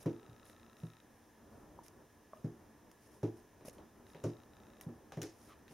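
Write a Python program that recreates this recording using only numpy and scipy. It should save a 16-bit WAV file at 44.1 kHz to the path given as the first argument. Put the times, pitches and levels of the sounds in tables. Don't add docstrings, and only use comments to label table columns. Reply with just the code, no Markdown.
import sys
import numpy as np
from scipy import signal
from scipy.fft import rfft, irfft, next_fast_len
from scipy.io import wavfile
from scipy.ndimage import map_coordinates

SR = 44100
rng = np.random.default_rng(int(sys.argv[2]) if len(sys.argv) > 2 else 0)


def digitize_waveform(pressure):
    field = np.atleast_2d(pressure).T
    bounded = np.clip(field, -1, 1)
    quanta = np.round(bounded * 32767).astype(np.int16)
    wavfile.write(sys.argv[1], SR, quanta)


N = 252693

# (t/s, boom level at 110 Hz/dB, body level at 160 Hz/dB, knock level at 310 Hz/dB,
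# slap level at 600 Hz/dB, push level/dB, push f/Hz)
PAW_LANDINGS = [(0.058, -32.5, -32, -31, -36, -39, 151), (0.286, -47.5, -59.5, -78, -68, -66, 132),
                (0.832, -37, -39, -55.5, -54.5, -58, 146), (2.4428, -37.5, -38.5, -42, -44, -33.5, 184),
                (3.2296, -26.5, -38.5, -31.5, -37, -36, 135), (3.608, -72, -66, -62, -52, -60, 300),
                (3.648, -72, -59, -65, -47, -49, 234), (3.784, -76, -73, -57.5, -55, -65, 299),
                (4.147, -73, -54, -60.5, -45.5, -64, 159), (4.238, -28.5, -62, -33, -33, -41, 470),
                (4.257, -33.5, -38.5, -43.5, -44.5, -44, 136), (4.864, -46.5, -40.5, -49, -58, -47, 155),
                (4.885, -48, -52, -51, -50.5, -47, 328), (5.119, -63, -63, -74, -40, -64, 466),
                (5.170, -43, -40, -48, -38.5, -47, 154), (5.216, -39, -56, -42, -53, -56, 234),
                (5.237, -41, -60, -48.5, -42.5, -52, 306), (5.705, -62, -57, -63, -51, -62, 200)]
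SPOT_HZ = [110, 160, 225, 310, 600]
# (f/Hz, level/dB, t60 before the ring factor/s, build-up/s)
BOARD_MODES = [(115, 0.5, 0.18, 0.0037), (159.7, 4, 0.13, 0.0035), (235.7, 2.5, 0.15, 0.0026),
               (236.1, -0.5, 0.16, 0.002), (285.4, 0.5, 0.16, 0.0058), (307.5, -3, 0.18, 0.01),
               (332.2, -6, 0.24, 0.012), (347, 0.5, 0.21, 0.017), (393, 0, 0.077, 0.0028),
               (422.6, -5.5, 0.21, 0.015), (462.7, -8.5, 0.2, 0.0073), (525, -7.5, 0.12, 0.0017),
               (608, -10.5, 0.088, 0.0081)]
DRUM_DB = -2.5
RING_SOFT, SOFT_HZ, RING_SHORTENS = 1.296, 147, 0.33


def board_ring(t, spot, ringing):
    ring = np.zeros(len(t))
    for k, (hz, mode_db, t60, rise) in enumerate(BOARD_MODES):
        level_db = mode_db + along(spot, hz) + rng.normal(0, 1.5)
        fade = amp(level_db - 60 * t / (t60 * ringing))
        note = np.sin(2 * np.pi * hz * rng.normal(1, 0.013) * t)
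        swell = 1 - np.exp(-t / rise)
        ring += (-1) ** k * fade * note * swell
    return ring


def paws():
    out, t = np.zeros((2, N)), np.arange(SR // 3) / SR
    for s, boom_db, body_db, knock_db, slap_db, push_db, push_hz in PAW_LANDINGS:
        drum_db = (body_db + knock_db) / 2 + DRUM_DB
        spot = list(zip(SPOT_HZ, [boom_db, body_db, drum_db, knock_db, slap_db]))
        ringing = RING_SOFT * (SOFT_HZ / push_hz) ** RING_SHORTENS
        ring = board_ring(t, spot, ringing)
        push = np.sin(2 * np.pi * push_hz * t) * np.exp(-((push_hz * t - 1.1) / .75) ** 2)
        dense = unit(filtered(rng.standard_normal(len(t)), lambda f: resonance(f, 647, 470) ** 2))
        slap = dense * amp(slap_db - 11 - 60 * t / (0.15 * ringing))
        thud = filtered(ring - amp(push_db) * push + slap, lambda f: (1j * f / (65 + 1j * f)) ** 2)
        add(out, s, thud[None])
        add(out, s, amp(-9.5) * hall(thud[:SR // 10]))
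    return out


# (t/s, low band level/dB, middle band level over low/dB, left over right level/dB)
PAW_SCUFFS = [(0.0596, -67.5, -1.5, -2), (2.4438, -79, 2, -1.5), (3.2308, -67, -2, 4),
              (3.609, -77.5, -24, 1), (3.7824, -74.5, -16, -0.5), (4.1474, -68, -23, -0.5),
              (4.239, -64.5, 3.5, 1.5), (5.1212, -63.5, -4, 2), (5.1721, -73.5, 0, -1),
              (5.2166, -57.5, 3, 3), (5.6802, -68.5, -17, -0.5)]
SCUFF_HIGH_DB = -11


def scuff_bands(low_db, middle_db):
    return np.array([low_db + middle_db + SCUFF_HIGH_DB, low_db + middle_db, low_db])


# (t/s, high band level/dB, middle band level over high/dB, left over right level/dB)
STRAND_SNAPS = [(0.4544, -56, -16, 6), (0.4977, -53, -22, 0.5), (1.8345, -60, -3, 0.5),
                (1.8638, -49, -4, -1), (1.882, -54, 6, -7), (2.372, -60, -15, 0), (2.9145, -54, 2.5, 0),
                (3.6497, -55, -3, -1), (3.684, -41.5, -2.5, 0), (3.696, -60, 12, -1),
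                (3.7304, -60, -11, -0.5), (4.8111, -41, -3.5, 2), (5.2198, -44, 11, 3),
                (5.2304, -39.5, -3, 0.5), (5.4895, -64, -3, -2), (5.5907, -64, -16, 1.5)]
# (f/Hz, width/Hz)
FRICTION_BANDS = [(9960, 4700), (5620, 3200), (1920, 2860)]
CLAW_OVER_SCUFF_DB = [21.5, 17.5, 19.5]
SNAP_LOW_DB, SNAP_T60 = -1.5, 0.01


def snaps():
    out, t = np.zeros((2, N)), np.arange(SR // 12) / SR
    bursts = []
    for s, db, middle_db, pan_db in STRAND_SNAPS:
        bursts.append((s, [db, db + middle_db, db + SNAP_LOW_DB], pan_db))
    for s, db, middle_db, pan_db in PAW_SCUFFS:
        bursts.append((s, scuff_bands(db, middle_db) + CLAW_OVER_SCUFF_DB, pan_db))
    for s, band_db, pan_db in bursts:
        noise = rng.standard_normal(len(t)) * amp(-60 * t / SNAP_T60) * (1 - np.exp(-t / .0005))
        noise[20] += 2.5
        parts = [filtered(noise, lambda f: resonance(f, hz, w) ** 2) for hz, w in FRICTION_BANDS]
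        snap = sum(amp(db) * part / np.abs(part).max() for db, part in zip(band_db, parts))
        add(out, s, snap * amp([[pan_db / 2], [-pan_db / 2]]))
        add(out, s, amp(-25.0) * hall(snap))
    return out


# (t/s, rise/s, hold/s, high band level/dB)
TOY_SWISHES = [(0, 0.0022, 0.026, -66), (0.44, .012, 0.061, -72.5), (.744, .045, .08, -77.5),
               (1.067, .079, .15, -85), (1.498, .017, .079, -82.5), (1.831, .004, 0.031, -70),
               (2.345, .009, 0.038, -83), (2.91, .002, .007, -79), (2.982, .058, .031, -74.5),
               (3.1, .02, .04, -76), (3.349, 0.023, 0.015, -76.5), (3.652, .0044, 0.033, -63),
               (3.726, .003, .013, -73.5), (4.043, 0.053, 0.022, -75.5), (4.811, .001, 0.011, -65),
               (5.31, .1, .086, -72.5), (5.688, .025, .05, -70.5)]
SWISH_MIDDLE_DB, SWISH_LOW_DB = -2, -6.5
SWISH_T60, USUAL_DB, LINGER = 0.18, -70.5, .6
SCUFF_RISE_S, SCUFF_HOLD_S, SCUFF_T60 = 0.00086, 0.011, 0.29


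def rustle():
    t, powers = np.arange(SR) / SR, np.zeros((len(FRICTION_BANDS), N))
    strokes = []
    for s, rise, hold, db in TOY_SWISHES:
        t60 = SWISH_T60 * amp(LINGER * (USUAL_DB - db))
        strokes.append((s, rise, hold, t60, [db, db + SWISH_MIDDLE_DB, db + SWISH_LOW_DB]))
    for s, db, middle_db, _ in PAW_SCUFFS:
        strokes.append((s, SCUFF_RISE_S, SCUFF_HOLD_S, SCUFF_T60, scuff_bands(db, middle_db)))
    for s, rise, hold, t60, band_db in strokes:
        fade = amp(-60 * np.clip(t - rise - hold, 0, None) / t60)
        stroke = np.clip(t / rise, 0, 1) * fade
        add(powers, s, (amp(band_db)[:, None] * stroke) ** 2)
    out = np.zeros((2, N))
    for power, (hz, w), like, grain_db in zip(powers, FRICTION_BANDS, [.3, .7, .75], [2.2, 1.6, 1.8]):
        noise = rush(lambda f: abs(resonance(f, hz, w)) ** 2, [(hz, like)], grain_db)
        out += np.sqrt(power) * noise
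    return out


# (t/s, low note level/dB, low f/Hz, high f/Hz, high note level over low/dB)
POPS_AND_KNOCK = [(1.7894, -53, 805, 943, 12), (2.333, -39.5, 633, 1103, -1), (3.6816, -42.5, 195, 537, 6)]


def pops_and_knock():
    out, t = np.zeros((2, N)), np.arange(SR // 20) / SR
    for s, db, low_hz, high_hz, high_db in POPS_AND_KNOCK:
        notes = np.sin(2 * np.pi * low_hz * t) + amp(high_db) * np.sin(2 * np.pi * high_hz * t)
        pair = notes * amp(db - 60 * t / 0.026) * (1 - np.exp(-t / 0.00063))
        add(out, s, pair[None])
        add(out, s, amp(-11.5) * hall(pair))
    return out


# (start t/s, length/s, first f/Hz, last f/Hz)
SQUEAK_GLIDE = (2.35, .045, 595, 640)
SQUEAK_DB = -59.5


def squeak():
    phase, swell = glide(*SQUEAK_GLIDE)
    return amp(SQUEAK_DB) * swell * (np.sin(phase) + amp(-7) * np.sin(2 * phase))


# (start t/s, length/s, first f/Hz, last f/Hz)
RUB_GLIDE = (5.47, .095, 1380, 1040)
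RUB_DB, RUB_HISS_DB = -60.5, -68


def rub():
    phase, swell = glide(*RUB_GLIDE)
    hiss = unit(filtered(rng.standard_normal(N), lambda f: resonance(f, *FRICTION_BANDS[-1]) ** 2))
    tone = wobble(220) * np.sin(phase)
    return amp(RUB_DB) * swell * tone + amp(RUB_HISS_DB) * np.sqrt(swell) * hiss


# (first tick t/s, end t/s, strong tick level/dB, whine level/dB)
MOTOR_RUNS = [(.0297, .74, -61, -76), (.7676, 1.01, -59.5, -76), (4.0671, 4.44, -61.5, -81),
              (4.5342, 4.85, -62, -81)]
# (f/Hz, level/dB, t60/s)
HOUSING_MODES = [(1350, -2, .008), (1750, -1, .007), (2650, -5, .008), (3300, -10, .005),
                 (3800, -1.5, .009), (5500, -9, .005), (6800, -10, .005)]
TICK_RATE = 59.94
WEAK_DB = -8
CLICK_DB, CLICK_T60 = 1, .006


def focus_motor():
    out, whine, t = np.zeros(N), np.zeros(N), np.arange(SR // 50) / SR
    scatter_db, detune, rise = 1.3, .012, .0013
    hz, mode_db, t60 = np.transpose(HOUSING_MODES)[:, :, None]
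    swell = np.where(t < rise, t / rise, amp(-60 * (t - rise) / t60))
    for start, end, strong_db, whine_db in MOTOR_RUNS:
        for k, s in enumerate(np.arange(start, end, 1 / TICK_RATE)):
            size, pitch = rng.standard_normal((2, len(hz), 1))
            notes = np.sin(2 * np.pi * hz * (1 + detune * pitch) * t)
            modes = amp(mode_db + scatter_db * size) * swell * notes
            noise = filtered(rng.standard_normal(len(t)), lambda f: resonance(f, 2600, 3500))
            click = amp(CLICK_DB - 60 * t / CLICK_T60) * noise
            add(out, s, amp(strong_db + WEAK_DB * (k % 2)) * (modes.sum(0) + click))
        whine[round(start * SR):round(end * SR)] = amp(whine_db)
    out += whine * unit(filtered(rng.standard_normal(N), lambda f: resonance(f, 1296, 50)))
    return out * amp([[2], [-2]])


# (t/s, level/dB)
ROOM_LEVEL = [(0.0, -60.5), (0.35, -64), (1.42, -65.5), (1.68, -60), (2.09, -65.5), (2.51, -63.5),
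              (2.84, -64.5), (3.62, -65.5), (3.8, -61), (3.96, -63), (4.72, -62), (5.73, -63.5)]
# (f/Hz, relative level per Hz/dB)
ROOM_COLOUR = [(15, -51), (25, -14), (86, -4), (186, -10), (232, -1.5), (266, -10.5), (300, -2),
               (327, -7.5), (422, -8), (484, -10.5), (897, -15), (1500, -22.5), (1950, -57), (3300, -120)]
# (f/Hz, likeness up to 1)
ROOM_LIKENESS = [(30, 1), (80, 0.97), (250, 0.92), (640, 0.75), (1400, 0.84)]
# (f/Hz, relative level per Hz/dB)
HISS_COLOUR = [(590, -24.5), (1000, -1), (1140, -16), (1480, -15.5), (1690, -0.5), (2080, -11.5),
               (4360, -17.5), (5830, -12.5), (7790, -16.5), (9380, -16), (16000, -18)]
# (f/Hz, likeness up to 1)
HISS_LIKENESS = [(1400, 0.86), (3100, 1), (4500, 0.94), (6800, 0.13), (15000, 0.066)]
WAVER_DB = 1.5


def background():
    room_db, = curves(ROOM_LEVEL)
    room = rush(lambda f: amp(along(ROOM_COLOUR, f)), ROOM_LIKENESS)
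    hiss = rush(lambda f: amp(along(HISS_COLOUR, f)), HISS_LIKENESS)
    return amp(room_db + WAVER_DB * wobble(12)) * room + amp(-71.5) * hiss


# (f/Hz, t60/s)
HALL_FADE = [(150, 0.1), (1000, 0.5), (5500, 0.1), (12000, 0.81)]


def hall(x):
    hz, t, z = signal.stft(rng.standard_normal((2, SR // 3)), SR, nperseg=256)
    z = z * amp(-60 * t / along(HALL_FADE, hz)[:, None])
    z[1] *= (hz / (hz + 500))[:, None]
    mid, side = signal.istft(z, SR, nperseg=256)[1]
    tail = np.array([mid + side, mid - side]) / np.linalg.norm(mid)
    late = np.pad(x, (130, 0))
    return signal.fftconvolve(late[None], tail, axes=1)


def amp(db):
    return 10 ** (np.asarray(db) / 20)


def unit(x):
    return x / np.sqrt(np.mean(x ** 2) + 1e-20)


def along(points, hz):
    f, v = np.transpose(points)
    return np.interp(np.log(hz + 1), np.log(f + 1), v)


def curves(rows):
    s, *cols = np.transpose(rows)
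    return [np.interp(np.arange(N) / SR, s, c) for c in cols]


def wobble(rate):
    knots = rng.standard_normal(int(N * rate / SR) + 4)
    return map_coordinates(knots, [np.arange(N) * rate / SR])


def filtered(x, response):
    m = next_fast_len(x.shape[-1] + 8192)
    return irfft(rfft(x, m) * response(np.fft.rfftfreq(m, 1 / SR)), m)[..., :x.shape[-1]]


def resonance(f, hz, width_hz):
    return 1j * f * width_hz / (hz * hz - f * f + 1j * f * width_hz)


def rush(gain, alike, grain_db=0):
    pair = rng.standard_normal((2, N)) * amp(grain_db * wobble(300))

    def mid_side(hz):
        turn = np.arccos(np.clip(along(alike, hz), -1, 1)) / 2
        return gain(hz) * [np.cos(turn), np.sin(turn)]

    mid, side = filtered(pair, mid_side)
    return unit(np.array([mid + side, mid - side]))


def glide(start, length, first_hz, last_hz):
    u = np.clip((np.arange(N) / SR - start) / length, 0, 1)
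    hz = first_hz * (last_hz / first_hz) ** u
    return 2 * np.pi * np.cumsum(hz) / SR, np.sin(np.pi * u) ** 2


def add(track, s, sound):
    part = track[..., round(s * SR):][..., :sound.shape[-1]]
    part += sound[..., :part.shape[-1]]


def scene():
    touches = paws() + snaps() + rustle() + pops_and_knock() + squeak() + rub()
    return touches + focus_motor() + background()


# (f/Hz, width/Hz, depth 0-1)
PORT_NOTCHES = [(4460, 390, 0.49), (7740, 590, 1)]
TOP_HZ = 15810


def record(dry):
    def response(f):
        notches = 1
        for hz, w, depth in PORT_NOTCHES:
            notches = notches * (1 - np.clip(depth, 0, 1) * resonance(f, hz, w))
        side_db = along([(9000, 0.043), (12000, 0.77)], f) * [[-1], [1]]
        both_db = along([(12000, 0.97), (15500, -1.1)], f)
        return notches * amp(side_db + both_db) * (f < TOP_HZ)

    return filtered(dry, response)


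dry = scene()
out = record(dry)
digitize_waveform(out)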